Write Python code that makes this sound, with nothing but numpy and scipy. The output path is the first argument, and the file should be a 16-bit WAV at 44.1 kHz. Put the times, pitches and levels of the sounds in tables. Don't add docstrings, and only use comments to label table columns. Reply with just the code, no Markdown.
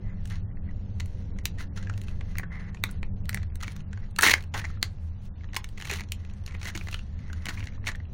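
import sys
import numpy as np
from scipy import signal
from scipy.fft import rfft, irfft, next_fast_len
from scipy.io import wavfile
from scipy.ndimage import uniform_filter1d, map_coordinates

SR = 44100
rng = np.random.default_rng(int(sys.argv[2]) if len(sys.argv) > 2 else 0)


def undo_db(level):
    steps = np.asarray(level, float) / 20
    return 10 ** steps


def file_out(sig):
    cols = np.atleast_2d(sig).T
    lim = np.clip(cols, -1, 1)
    pcm = np.round(lim * 32767).astype(np.int16)
    wavfile.write(sys.argv[1], SR, pcm)


N = 358533


def unit(x):
    return x / np.sqrt(np.mean(x ** 2) + 1e-20)


def along(points, hz):
    f, v = np.transpose(points)
    return np.interp(np.log(hz + 1), np.log(f + 1), v)


def wobble(rate_hz):
    return map_coordinates(rng.standard_normal(int(N * rate_hz / SR) + 4), [np.arange(N) * rate_hz / SR])


def filtered(x, response):
    m = next_fast_len(N + SR // 2)
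    return irfft(rfft(x, m) * response(np.fft.rfftfreq(m, 1 / SR)), m)[:N]


def coloured(spectrum):
    return unit(filtered(rng.standard_normal(N), lambda hz: undo_db(along(spectrum, hz))))


def resonances(modes):
    def response(f):
        total = 0
        for k, (centre_hz, width_hz, level_db) in enumerate(modes):
            damping = 1j * f * width_hz
            total = total + (-1) ** k * undo_db(level_db) * damping / (centre_hz ** 2 - f * f + damping)
        return total
    return response


def note(hz, width_hz):
    return lambda f: resonances([(hz, width_hz, 0)])(f) ** 2


def ringing(response):
    return irfft(response(np.fft.rfftfreq(2048, 1 / SR)))[:1024]


# start_s, peak_db, bright_db, pitch_hz
CREASES = [(0.255, -42.5, 0.5, 1600), (0.274, -59.5, 10.5, 2060), (1.387, -37.5, -4, 1970),
           (1.827, -41, -4.5, 1587), (1.87, -33.5, -16, 1620), (1.896, -30, -11, 1470),
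           (1.938, -45, -7, 2730), (1.977, -41, 0.5, 1910), (2.015, -44, 2.5, 1890),
           (2.036, -54, 3.5, 1980), (2.083, -35, -11, 2630), (2.209, -33.5, -19.5, 2000),
           (2.354, -33.5, -16, 1860), (2.395, -28, -20, 1830), (2.432, -28.5, -43, 1650),
           (2.746, -35, -8.5, 1870), (2.77, -40.5, -18, 2650), (2.89, -37.5, -9.5, 1510),
           (3.329, -31, -8, 2140), (3.372, -28, -11.5, 2000), (3.43, -40.5, -6, 2000),
           (3.5, -48, -11, 2120), (3.611, -37.5, -3, 1340), (3.679, -26.5, -8.5, 2260),
           (3.764, -42, 1.5, 1210), (3.93, -37, -8.5, 1665),
           (3.255, -45.5, 0, 2000), (3.974, -38.5, -12.5, 1540), (4.593, -31, -17, 2500),
           (4.615, -34, -11, 1980), (4.662, -53.5, -9, 1620), (4.701, -40, -14, 1390),
           (4.771, -45.5, -20.5, 1323), (5.251, -74, -5, 1297), (5.442, -41.5, -10, 1780),
           (5.489, -44.5, -16, 2610), (5.532, -34, -10, 1820), (5.643, -31, -2, 2120),
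           (5.689, -53.5, 6.5, 1780), (5.775, -36, -12, 2070), (5.8, -33, -8, 2000), (5.822, -29, -6, 2060),
           (5.853, -32, -4.5, 2320), (5.912, -23.5, -1, 2010), (5.936, -27, -1.5, 2080),
           (5.955, -35, -18, 1950), (5.986, -33, -18, 2090), (6.007, -28.5, -4.5, 2100),
           (6.439, -49.5, 0.5, 2130), (6.477, -34.5, -10.5, 2262), (6.547, -31.5, -30, 2160),
           (6.614, -35.5, -6, 2440), (6.63, -35.5, -1, 1940),
           (6.646, -41, 0.5, 1850), (6.654, -28, -6.5, 2100), (6.671, -28, -7, 1760),
           (6.7, -34.5, -5, 1690), (6.715, -58, -16, 1420), (6.775, -29, -3, 3650), (6.81, -31, -28, 2390),
           (6.871, -32, -10, 2000), (6.885, -29, -7.5, 2160), (6.912, -47, 6, 2800),
           (6.942, -24.5, -7.5, 3000), (6.99, -36, -9, 2840), (7.299, -37.5, -22.5, 1610),
           (7.33, -35.5, -4, 1580), (7.456, -27.5, -0.5, 2030), (7.466, -22, -13, 2080),
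           (7.486, -22.5, -6, 1910), (7.506, -32, -10, 1570), (7.517, -41, -13, 1970),
           (7.604, -32, -13, 2340), (7.626, -32.5, -31, 2280), (7.656, -43, -2, 1770),
           (7.67, -29, -7.5, 1980), (7.684, -40, -22, 1990), (7.879, -24, -4, 1910), (7.916, -34, -7, 1750),
           (7.949, -31, -17.5, 1830), (8, -39.5, -19, 1910)]
# start_s, peak_db, bright_db, pitch_hz
TEAR = [(4.162, -33, -4, 2640), (4.189, -11, -10.5, 1750), (4.192, -18.5, -12.5, 1290),
        (4.21, -23, 2, 1650), (4.2205, -25.5, -7.5, 2500), (4.223, -18.5, 1.5, 2300),
        (4.2265, -20, -3, 1700), (4.2305, -7, -11.5, 1600), (4.234, -18.5, -0.5, 1700),
        (4.2402, -10, -9.5, 1840), (4.246, -17.5, -4.5, 1900), (4.2555, -21, -16, 1866),
        (4.26, -23, -12, 1950), (4.2636, -6.5, -11, 2050), (4.273, -13.5, -3.5, 2330),
        (4.277, -16, -6.5, 2050), (4.2815, -11, -11.5, 1900), (4.285, -11.5, -11, 2000),
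        (4.29, -19, -13.5, 1898), (4.2945, -10, -12.5, 1875), (4.2985, -17.5, -8, 2000),
        (4.306, -16, -14, 2185), (4.309, -14.5, -12, 2150), (4.313, -11, -13.5, 2168),
        (4.317, -17, -10.5, 2150), (4.38, -33, -9, 1790), (4.438, -41, -8, 2580)]
# start_s, peak_db, bright_db, pitch_hz
LEADS = [
    (2.371, -39, -7.5, 2600),
    (4.187, -17.5, -2, 1020),
    (4.333, -19, -7.5, 2570),
    (5.544, -28, -8.5, 4300),
    (5.567, -23.5, -2, 1050),
    (1.058, -52, 1, 2130),
    (5.915, -33, -15.5, 396),
    (6.75, -34, -26.5, 330),
]
# start_s, peak_db, bright_db, pitch_hz
RIPS = [(0.307, -43, -28, 1680), (1.584, -39, -7, 1770), (1.772, -36.5, -5.5, 1480), (3.625, -31, -5, 1320),
        (4.539, -21.5, -11.5, 3005), (4.55, -30, -14.5, 1630), (4.561, -36, -9, 1550),
        (4.556, -29.5, -18, 900), (5.847, -36, -4, 2090), (5.895, -26.5, -7, 2190),
        (5.921, -27.5, -6, 2030), (6.541, -40, -12, 2050), (6.681, -32, -6, 1953),
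        (6.749, -30.5, -5.5, 2040), (6.925, -31, -7, 2660), (7.49, -25.5, -4.5, 1972),
        (7.572, -35, -16, 2180), (7.868, -19, -7.5, 2220), (7.886, -24, -6.5, 1900)]
# start_s, peak_db, bright_db, pitch_hz, edge_db
CRACKS = [(1.004, -27.5, -5, 3940, -20), (1.455, -19.5, 1, 4050, -7), (2.384, -21, -13.5, 6870, -10.5),
          (2.838, -11, -8, 3650, -14.5), (2.912, -46, -13.5, 7180, 5.5), (3.03, -23.5, -18, 4020, -27.5),
          (3.293, -20, -12.5, 3990, -12), (3.345, -18, -10.5, 4330, -7.5),
          (3.556, -36.5, -10.5, 3850, -7.5), (4.338, -2, -8, 4480, -22.5), (4.828, -13.5, 0, 4330, -12.5),
          (5.564, -15, -8, 5350, -23), (6.12, -27, 1, 3060, -3), (6.463, -38.5, 3.5, 6360, -5)]
# start_s, peak_db, bright_db, pitch_hz
MORE_CREASES = [(0.3, -52, 6.5, 3600), (0.9995, -30, -4, 2130), (1.362, -52, -16, 1500), (2.828, -58, -17, 1900),
                (3.246, -57, -1, 2500), (3.268, -62, -2, 2500), (3.287, -41, -26, 1500), (3.417, -48, -12, 2000),
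                (3.52, -54, -15, 1600), (3.633, -29.5, -2.5, 1900), (3.643, -33, -10.5, 2300),
                (3.713, -60, -1, 2400), (3.72, -59.5, 11.5, 2400), (3.737, -61, 0, 2200),
                (3.805, -47.5, 0.5, 2400), (3.922, -57, -17, 1500), (4.11, -68.5, 11.5, 2500),
                (4.335, -21, -7, 2400), (4.983, -56.5, -11, 2500), (5.254, -66.5, 8, 2500),
                (5.408, -48.5, -14, 2190), (5.435, -44.5, -12, 1800), (6.55, -37.5, -13, 2200),
                (6.69, -34, -18, 2050), (6.718, -42, -20, 1800), (6.762, -44, 4, 900), (6.838, -56, 6, 2490),
                (6.78, -43, -11, 2820),
                (5.553, -34.5, -1.5, 3800), (5.812, -37, -2, 2100), (5.995, -31.5, -7, 1940),
                   (6.036, -44, -2, 2500), (6.249, -41.5, -7, 2400), (8.053, -51, -14, 2700),
                   (6.337, -49, -2, 2400), (0.71, -51.5, -8.5, 1700), (0.57, -48, -14, 2000),
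                   (4.545, -28.5, -13.5, 960), (7.84, -38, -19, 1900), (7.778, -46.5, -18, 1100),
                   (7.722, -49, -9, 2400), (7.19, -45.5, -5.5, 2100), (1.605, -32.5, -10, 1320),
                   (4.641, -29, -12, 1960), (4.645, -27, -16, 2000), (4.65, -27, -12, 2150),
                   (5.874, -36, -6, 1800), (5.884, -37, -5, 3000), (5.899, -24, -12, 2700),
                   (5.904, -30, -10, 2400), (5.917, -29, -12, 2100), (5.929, -29, -8, 2800),
                   (5.945, -30, -10, 2300), (5.957, -36, -3, 2600), (6.015, -36, -8, 2000), (6.509, -41, -9, 2300),
                   (6.521, -39, -12, 1850), (6.297, -48, -7, 2500), (8.2, -35, -5, 2100), (8.6, -41, -4, 2200),
                   (7.594, -39, -5, 2100), (7.64, -39, -6, 2300), (7.955, -48, 2.5, 2400), (7.861, -37, -3, 2100),
                   (5.969, -37, -3, 2000), (4.349, -34, -6, 2100), (6.087, -50, 0, 3500), (5.78, -36, -6, 2400),
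                   (4.406, -42, -3, 2300), (4.425, -50, 5, 2500), (4.185, -28, -14, 1200)]


def snaps():
    SNAP_MS, SLIP_MS, RIP_MS, CRACK_MS = 1.97, 1.6, 9.1, 0.54
    OWN_Q, CRACK_Q, WALL_HZ, WALL_Q = 4.2, 6.9, 2080, 3.2
    CRACK_CLEAN = 1.8
    kinds = [(CREASES, SNAP_MS, 0, 0), (TEAR, SLIP_MS, -2.5, 6.5), (LEADS, SLIP_MS, 0, 6.5),
             (RIPS, RIP_MS, 0, 0), (CRACKS, CRACK_MS, -2.5, 0), (MORE_CREASES, SNAP_MS, 0, 0)]
    cup, foil, fine = ringing(hollow), ringing(film), ringing(sizzle)
    wall = ringing(note(WALL_HZ, WALL_HZ / WALL_Q))
    out, t = np.zeros(N + SR), np.arange(1536) / SR
    events = [(ms, cup_db, fine_db, *row) for rows, ms, cup_db, fine_db in kinds for row in rows]
    for ms, cup_db, extra_db, start_s, peak_db, bright_db, pitch_hz, *edge_db in events:
        is_crack = len(edge_db)
        if not is_crack:
            ms = ms * undo_db(-0.27 * (bright_db + 20.5))
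        u = t / (np.clip(ms, 0.2, 20) * 0.00054)
        envelope = u ** 0.63 * np.exp(-u ** 0.8) + 0.05 * np.exp(-t / 0.005)
        lumps = undo_db(3.5 * rng.standard_normal(64).repeat(24))
        pushes = envelope * lumps * rng.standard_normal((5, len(t)))
        pushes[1:, 8] += CRACK_CLEAN * is_crack * np.abs(pushes[1:]).max(axis=1)

        own = ringing(note(pitch_hz, pitch_hz / (CRACK_Q if is_crack else OWN_Q)))
        own_db = -2 - 0.5 * is_crack + bright_db * (pitch_hz > 3000)
        if is_crack:
            fine_level_db = 9.5 + edge_db[0]
        else:
            fine_level_db = -1.5 + 1.82 * bright_db + extra_db
        bodies = [(cup, -5 + cup_db), (own, own_db), (foil, 4.5 + bright_db), (fine, fine_level_db)]
        if is_crack:
            bodies.append((wall, -4 - 0.19 * (bright_db + 10.5)))
        for push, (body, level_db) in zip(pushes, bodies):
            part = signal.fftconvolve(push, body)
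            out[round(start_s * SR):][:len(part)] += undo_db(peak_db + level_db) * part / np.abs(part).max()
    return out[:N]


# centre_hz, width_hz, level_db
CUP = [(293, 140, -13.5), (1070, 586, -9.5), (1567, 630, -5), (2024, 690, -6.5)]


def hollow(hz):
    return resonances(CUP)(hz) / (1 + 1j * hz / 3600) ** 3


# centre_hz, width_hz, level_db
FILM = [(2650, 550, 3), (4300, 800, -1.5), (5610, 870, -5), (6870, 1200, -8)]


def film(hz):
    return resonances(FILM)(hz) * (1j * hz / (2300 + 1j * hz)) ** 3


# centre_hz, width_hz, level_db
SIZZLE = [(9000, 2600, 4), (12370, 1200, 0.5), (15000, 3100, 0)]


def sizzle(hz):
    return resonances(SIZZLE)(hz)


def grains(rate_hz, spread_db, smooth, clump_db):
    chance = rate_hz / SR * undo_db(clump_db * wobble(50))
    size = undo_db(spread_db * np.minimum(rng.exponential(size=N), 3.5))
    slips = (rng.random(N) < chance) * size * rng.standard_normal(N)
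    return unit(unit(slips) + smooth * rng.standard_normal(N))


# start_s, crest_s, end_s, rub_db, crinkle_over_rub_db
STROKES = [(0, 0.07, 0.28, -59.5, -48), (0.29, 0.319, 0.41, -49, -5), (0.62, 0.694, 0.72, -58, -20),
           (0.99, 1.03, 2, -70, -5.5), (1.571, 1.599, 1.65, -40.5, -7.5), (1.757, 1.764, 2.03, -54, -7.5),
           (1.92, 2.127, 2.19, -57.5, -5.5), (2.145, 2.402, 2.52, -61, -18), (2.495, 2.524, 2.76, -46, -18),
           (2.568, 2.695, 2.7, -56, -18), (3.597, 3.605, 3.84, -49, -6), (3.676, 3.686, 5.2, -93, -27),
           (3.88, 4.029, 4.1, -58.5, -8.5), (4.211, 4.238, 4.3, -23.5, -6.5),
           (4.244, 4.314, 4.328, -32, 3.5), (4.326, 4.351, 4.46, -49, -10), (4.538, 4.542, 4.63, -32.5, -7),
           (5.3, 5.49, 7.4, -75.5, -5), (5.754, 5.935, 6.02, -45.5, 0.5), (6.11, 6.234, 6.5, -61.5, -5),
           (6.458, 6.494, 6.95, -56, -4.5), (6.606, 6.66, 6.71, -42, -4.5), (7.044, 7.3, 7.85, -56.5, -9.5),
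           (7.4, 7.46, 7.8, -50.5, -5), (7.814, 7.865, 7.96, -52.5, -7)]
# start_s, crest_s, end_s, rub_db, crinkle_over_rub_db
SHIFTS = [(0.184, 0.257, 0.55, -72, -2.5), (0.44, 0.51, 0.6, -68.5, -19), (.74, .9, 1.9, -77, -4.5),
          (2.195, 2.31, 2.4, -68, -2.5), (2.836, 2.864, 3.03, -56.5, -9), (3.294, 3.34, 3.5, -63.5, -3),
          (4.588, 4.642, 4.79, -51, -12), (5.007, 5.08, 4.97, -71.5, -6), (5.214, 5.255, 5.29, -73.5, -2),
          (6.73, 6.755, 7.08, -60, -2), (6.9, 6.935, 7.02, -60, -4), (0.3, 0.31, 0.38, -52, -12)]


def handling():
    SLACK_HZ, TIGHT_HZ, SQUEAK_WIDTH_HZ = 1800, 2000, 200
    GRIP_DB, GRIP_FILM_DB = -70.5, -74.5
    BELLY_HZ, BELLY_WIDTH_HZ, BELLY_DB = 1050, 560, -9
    t = np.arange(0, N + 32, 32) / SR
    rows, n = np.array(STROKES + SHIFTS), len(STROKES)
    rub_db, crinkle_db = rows[:, 3], rows[:, 3] + rows[:, 4]
    press = np.array([np.interp(t, row[:3], [0, 1, 0]) for row in rows]) ** 0.99

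    def spread(gain):
        return np.interp(np.arange(N) / SR, t, gain)

    rub_gain = undo_db(GRIP_DB + 2.7 * wobble(2.3)) + spread(undo_db(rub_db) @ press)
    squeak_amp = undo_db(rub_db - 0.36 * (np.maximum(rows[:, 4], -18) + 10.5))
    tight_gain = spread(squeak_amp @ press ** 2)
    slack_gain = spread(squeak_amp @ (press - press ** 2))
    crinkle_gain = spread(undo_db(crinkle_db[:n]) @ press[:n])
    creep_gain = undo_db(GRIP_FILM_DB + 2.1 * wobble(6.2)) + spread(undo_db(crinkle_db[n:]) @ press[n:])

    slips = grains(rate_hz=880, spread_db=3, smooth=0.3, clump_db=7.5)
    skin = slips + grains(rate_hz=3800, spread_db=-3.5, smooth=0.78, clump_db=8)
    glide = grains(rate_hz=2800, spread_db=4, smooth=0.5, clump_db=4)

    rub = unit(filtered(skin, lambda hz: hollow(hz) * np.abs(hollow(hz)) ** 0.41))
    slack = unit(filtered(glide, note(SLACK_HZ, SQUEAK_WIDTH_HZ)))
    tight = unit(filtered(glide, note(TIGHT_HZ, SQUEAK_WIDTH_HZ)))
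    squeak = tight_gain * tight + slack_gain * slack

    def foil(hz):
        return film(hz) + undo_db(-18.5) * sizzle(hz)

    crinkle = unit(filtered(slips, foil))
    brush = unit(filtered(glide + rng.standard_normal(N), foil))
    belly = unit(filtered(slips, note(BELLY_HZ, BELLY_WIDTH_HZ)))
    film_sound = undo_db(2.5) * creep_gain * brush + crinkle_gain * (undo_db(1.0) * crinkle + undo_db(BELLY_DB) * belly)
    return undo_db(-6) * rub_gain * rub + undo_db(-3) * squeak + film_sound


# freq_hz, t60_s
ROOM = [(500, 0.29), (2000, 0.14), (6000, 0.13), (14000, 0.09)]


def room(x):
    out, step = np.zeros(N + SR), SR // 4
    for start in range(0, N, step):
        hz, t, z = signal.stft(rng.standard_normal(SR // 3), SR, nperseg=256)
        decay = undo_db(-60 * t / along(ROOM, hz)[:, None])
        tail = signal.istft(z * decay, SR, nperseg=256)[1]
        wet = signal.fftconvolve(x[start:start + step], tail / np.linalg.norm(tail))
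        out[start + 100:][:len(wet)] += wet
    return out[:N]


# centre_hz, width_hz, level_db, start_s, end_s
ENGINES = [
    (79.97, 5, -42, 0, 8.2),
    (98.03, 6, -44.5, 0, 5),
    (145.9, 6, -53, 2.5, 8.2),
    (170.96, 6.1, -49, 0, 2.7),
    (195.1, 7, -51, 0, 4.1),
    (200, 7.6, -54, 5.5, 6.72),
    (284.9, 5, -63, 0, 2.4),
    (292, 5, -63, 5.5, 6.1),
    (250, 6, -60.5, 7.2, 8.2),
]


def engines():
    FADE_S = 0.22
    t, out = np.arange(N) / SR, np.zeros(N)
    for hz, width_hz, level_db, start_s, end_s in ENGINES:
        passing = np.clip(np.minimum(t - start_s, end_s - t) / FADE_S + 1, 0, 1)
        hum = unit(filtered(rng.standard_normal(N), note(hz, width_hz)))
        out += undo_db(level_db + 2.5 * wobble(2.5)) * passing * hum
    return out


# time_s, level_db
DRONE = [(0.0, -30), (0.02, -31.5), (0.18, -34.5), (1.88, -32.5), (2.97, -36), (3.03, -33), (4.23, -39),
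         (4.57, -36), (4.8, -36.5), (5.2, -39), (8.13, -35.5)]
# centre_hz, width_hz, level_db
LOW = [(13.75, 5.3, 4), (28, 8.5, 1), (62, 22, -5.5), (80.7, 9, 0.5), (100.4, 11.5, 0.5)]
# freq_hz, density_db
UPPER = [(100, -35), (128, -6.5), (200, -7.5), (235, -16), (310, -22.5), (500, -21.5), (900, -33),
         (2000, -120)]
# centre_hz, half_width_hz, height_db
HUMPS = [(140, 12, 3), (165, 8, 2), (193.1, 14, 7.86), (271, 17, 6), (385, 15, 4)]
# freq_hz, density_db
HISS = [(400, -11), (800, 9), (2000, -0.5), (5000, -10.5), (9000, -12.5), (16000, -21)]


def background():
    time_s, level_db = np.transpose(DRONE)
    low_db = np.interp(np.arange(N) / SR, time_s, level_db)

    def low_modes(hz):
        return resonances(LOW)(hz) / (1 + (hz / 118) ** 8)

    def humps(hz):
        return undo_db(sum(db / (1 + ((hz - c) / w) ** 2) for c, w, db in HUMPS))

    low = unit(filtered(rng.standard_normal(N), low_modes))
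    upper = unit(filtered(coloured(UPPER), humps))
    low_gain = undo_db(low_db + 0.93 + 0.27 * wobble(0.65))
    upper_db = -47.5 + 0.97 * (low_db - low_db.mean()) + 0.61 * wobble(4.9)
    return low_gain * low + undo_db(upper_db) * upper + undo_db(-67.0) * coloured(HISS)


def scene():
    near = snaps() + handling()
    mono = near + undo_db(-12.5) * room(near) + background() + engines()
    return np.array([mono, mono])


# freq_hz, threshold_db
DROPOUT_FLOOR = [(1000, -100), (2000, -86.5), (3500, -82.5), (6000, -81.5), (9000, -81), (12000, -79), (15700, -78),
                 (16100, -50)]
# centre_s, half_length_s, shift_db
FLOOR_SHIFTS = [(0.16, 0.02, 6.5), (0.55, 0.15, 5.5), (1.08, 0.05, -4), (1.337, 0.028, 8), (1.43, 0.015, 12),
                (1.711, 0.03, 13), (2.48, 0.032, 8), (2.62, 0.08, 0), (3, 0.035, 7.5), (3.126, 0.035, 14),
                (3.227, 0.02, 13), (3.5, 0.051, 6), (3.87, 0.04, 5.5), (4.512, 0.02, 8),
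                (4.814, 0.012, 15.5), (4.92, 0.031, -13), (5.051, 0.035, -15), (5.149, 0.06, 5),
                (5.25, 0.028, -21), (5.32, 0.04, 7.5), (7.1, 0.048, -3.5), (6.12, 0.023, 2.5),
                (5.7, 0.038, -14), (6.383, 0.04, -12), (6.586, 0.012, 6), (2.78, 0.03, -8), (8.07, 0.03, 5),
                (6.52, 0.05, -6), (6.85, 0.06, -6)]


def band_dropouts(x):
    TOP_HZ, BLUR_DB, BLUR_FROM_HZ = 16600, -44, 700
    hz, t, z = signal.stft(x, SR, nperseg=1536)
    bins = z[:-1]
    power = 2 * (np.abs(bins.reshape(64, 12, -1)) ** 2).sum(axis=1)
    drift_db = 2.2 * wobble(6.2)[np.minimum(t * SR, N - 1).astype(int)]
    for centre_s, half_s, shift_db in FLOOR_SHIFTS:
        drift_db = drift_db + shift_db * np.exp(-((t - centre_s) / half_s) ** 4)
    patch_db = 6 * uniform_filter1d(rng.standard_normal(power.shape), size=3, axis=1)
    keep = power > undo_db(along(DROPOUT_FLOOR, hz[6::12])[:, None] + drift_db + patch_db) ** 2
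    phase = np.exp(2j * np.pi * rng.random(bins.shape))
    blur = undo_db(BLUR_DB) * np.sqrt(np.repeat(power, 12, axis=0)) * phase
    z[:-1] = (bins + blur * (hz[:-1, None] > BLUR_FROM_HZ)) * np.repeat(keep, 12, axis=0)
    return signal.istft(z * (hz < TOP_HZ)[:, None], SR, nperseg=1536)[1][:N]


# freq_hz, level_under_sound_db
APART = [(60, -100), (230, -94), (380, -39), (700, -31), (2380, -39.5), (4400, -24.5), (8120, -21.5),
         (15000, -17)]


def channel_difference(mid):
    scramble = np.exp(2j * np.pi * wobble(60))
    turned = np.real(signal.hilbert(mid, next_fast_len(N))[:N] * scramble)
    return filtered(turned, lambda hz: undo_db(along(APART, hz) + 1 - 10 * (hz < 200)))


def low_pass(x):
    return signal.sosfilt(signal.butter(12, 17040, fs=SR, output="sos"), x)


def record(dry):
    mid = band_dropouts(dry[0])
    side = channel_difference(mid)
    return low_pass(np.array([mid + side, mid - side]))


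dry = scene()
out = record(dry)
file_out(out)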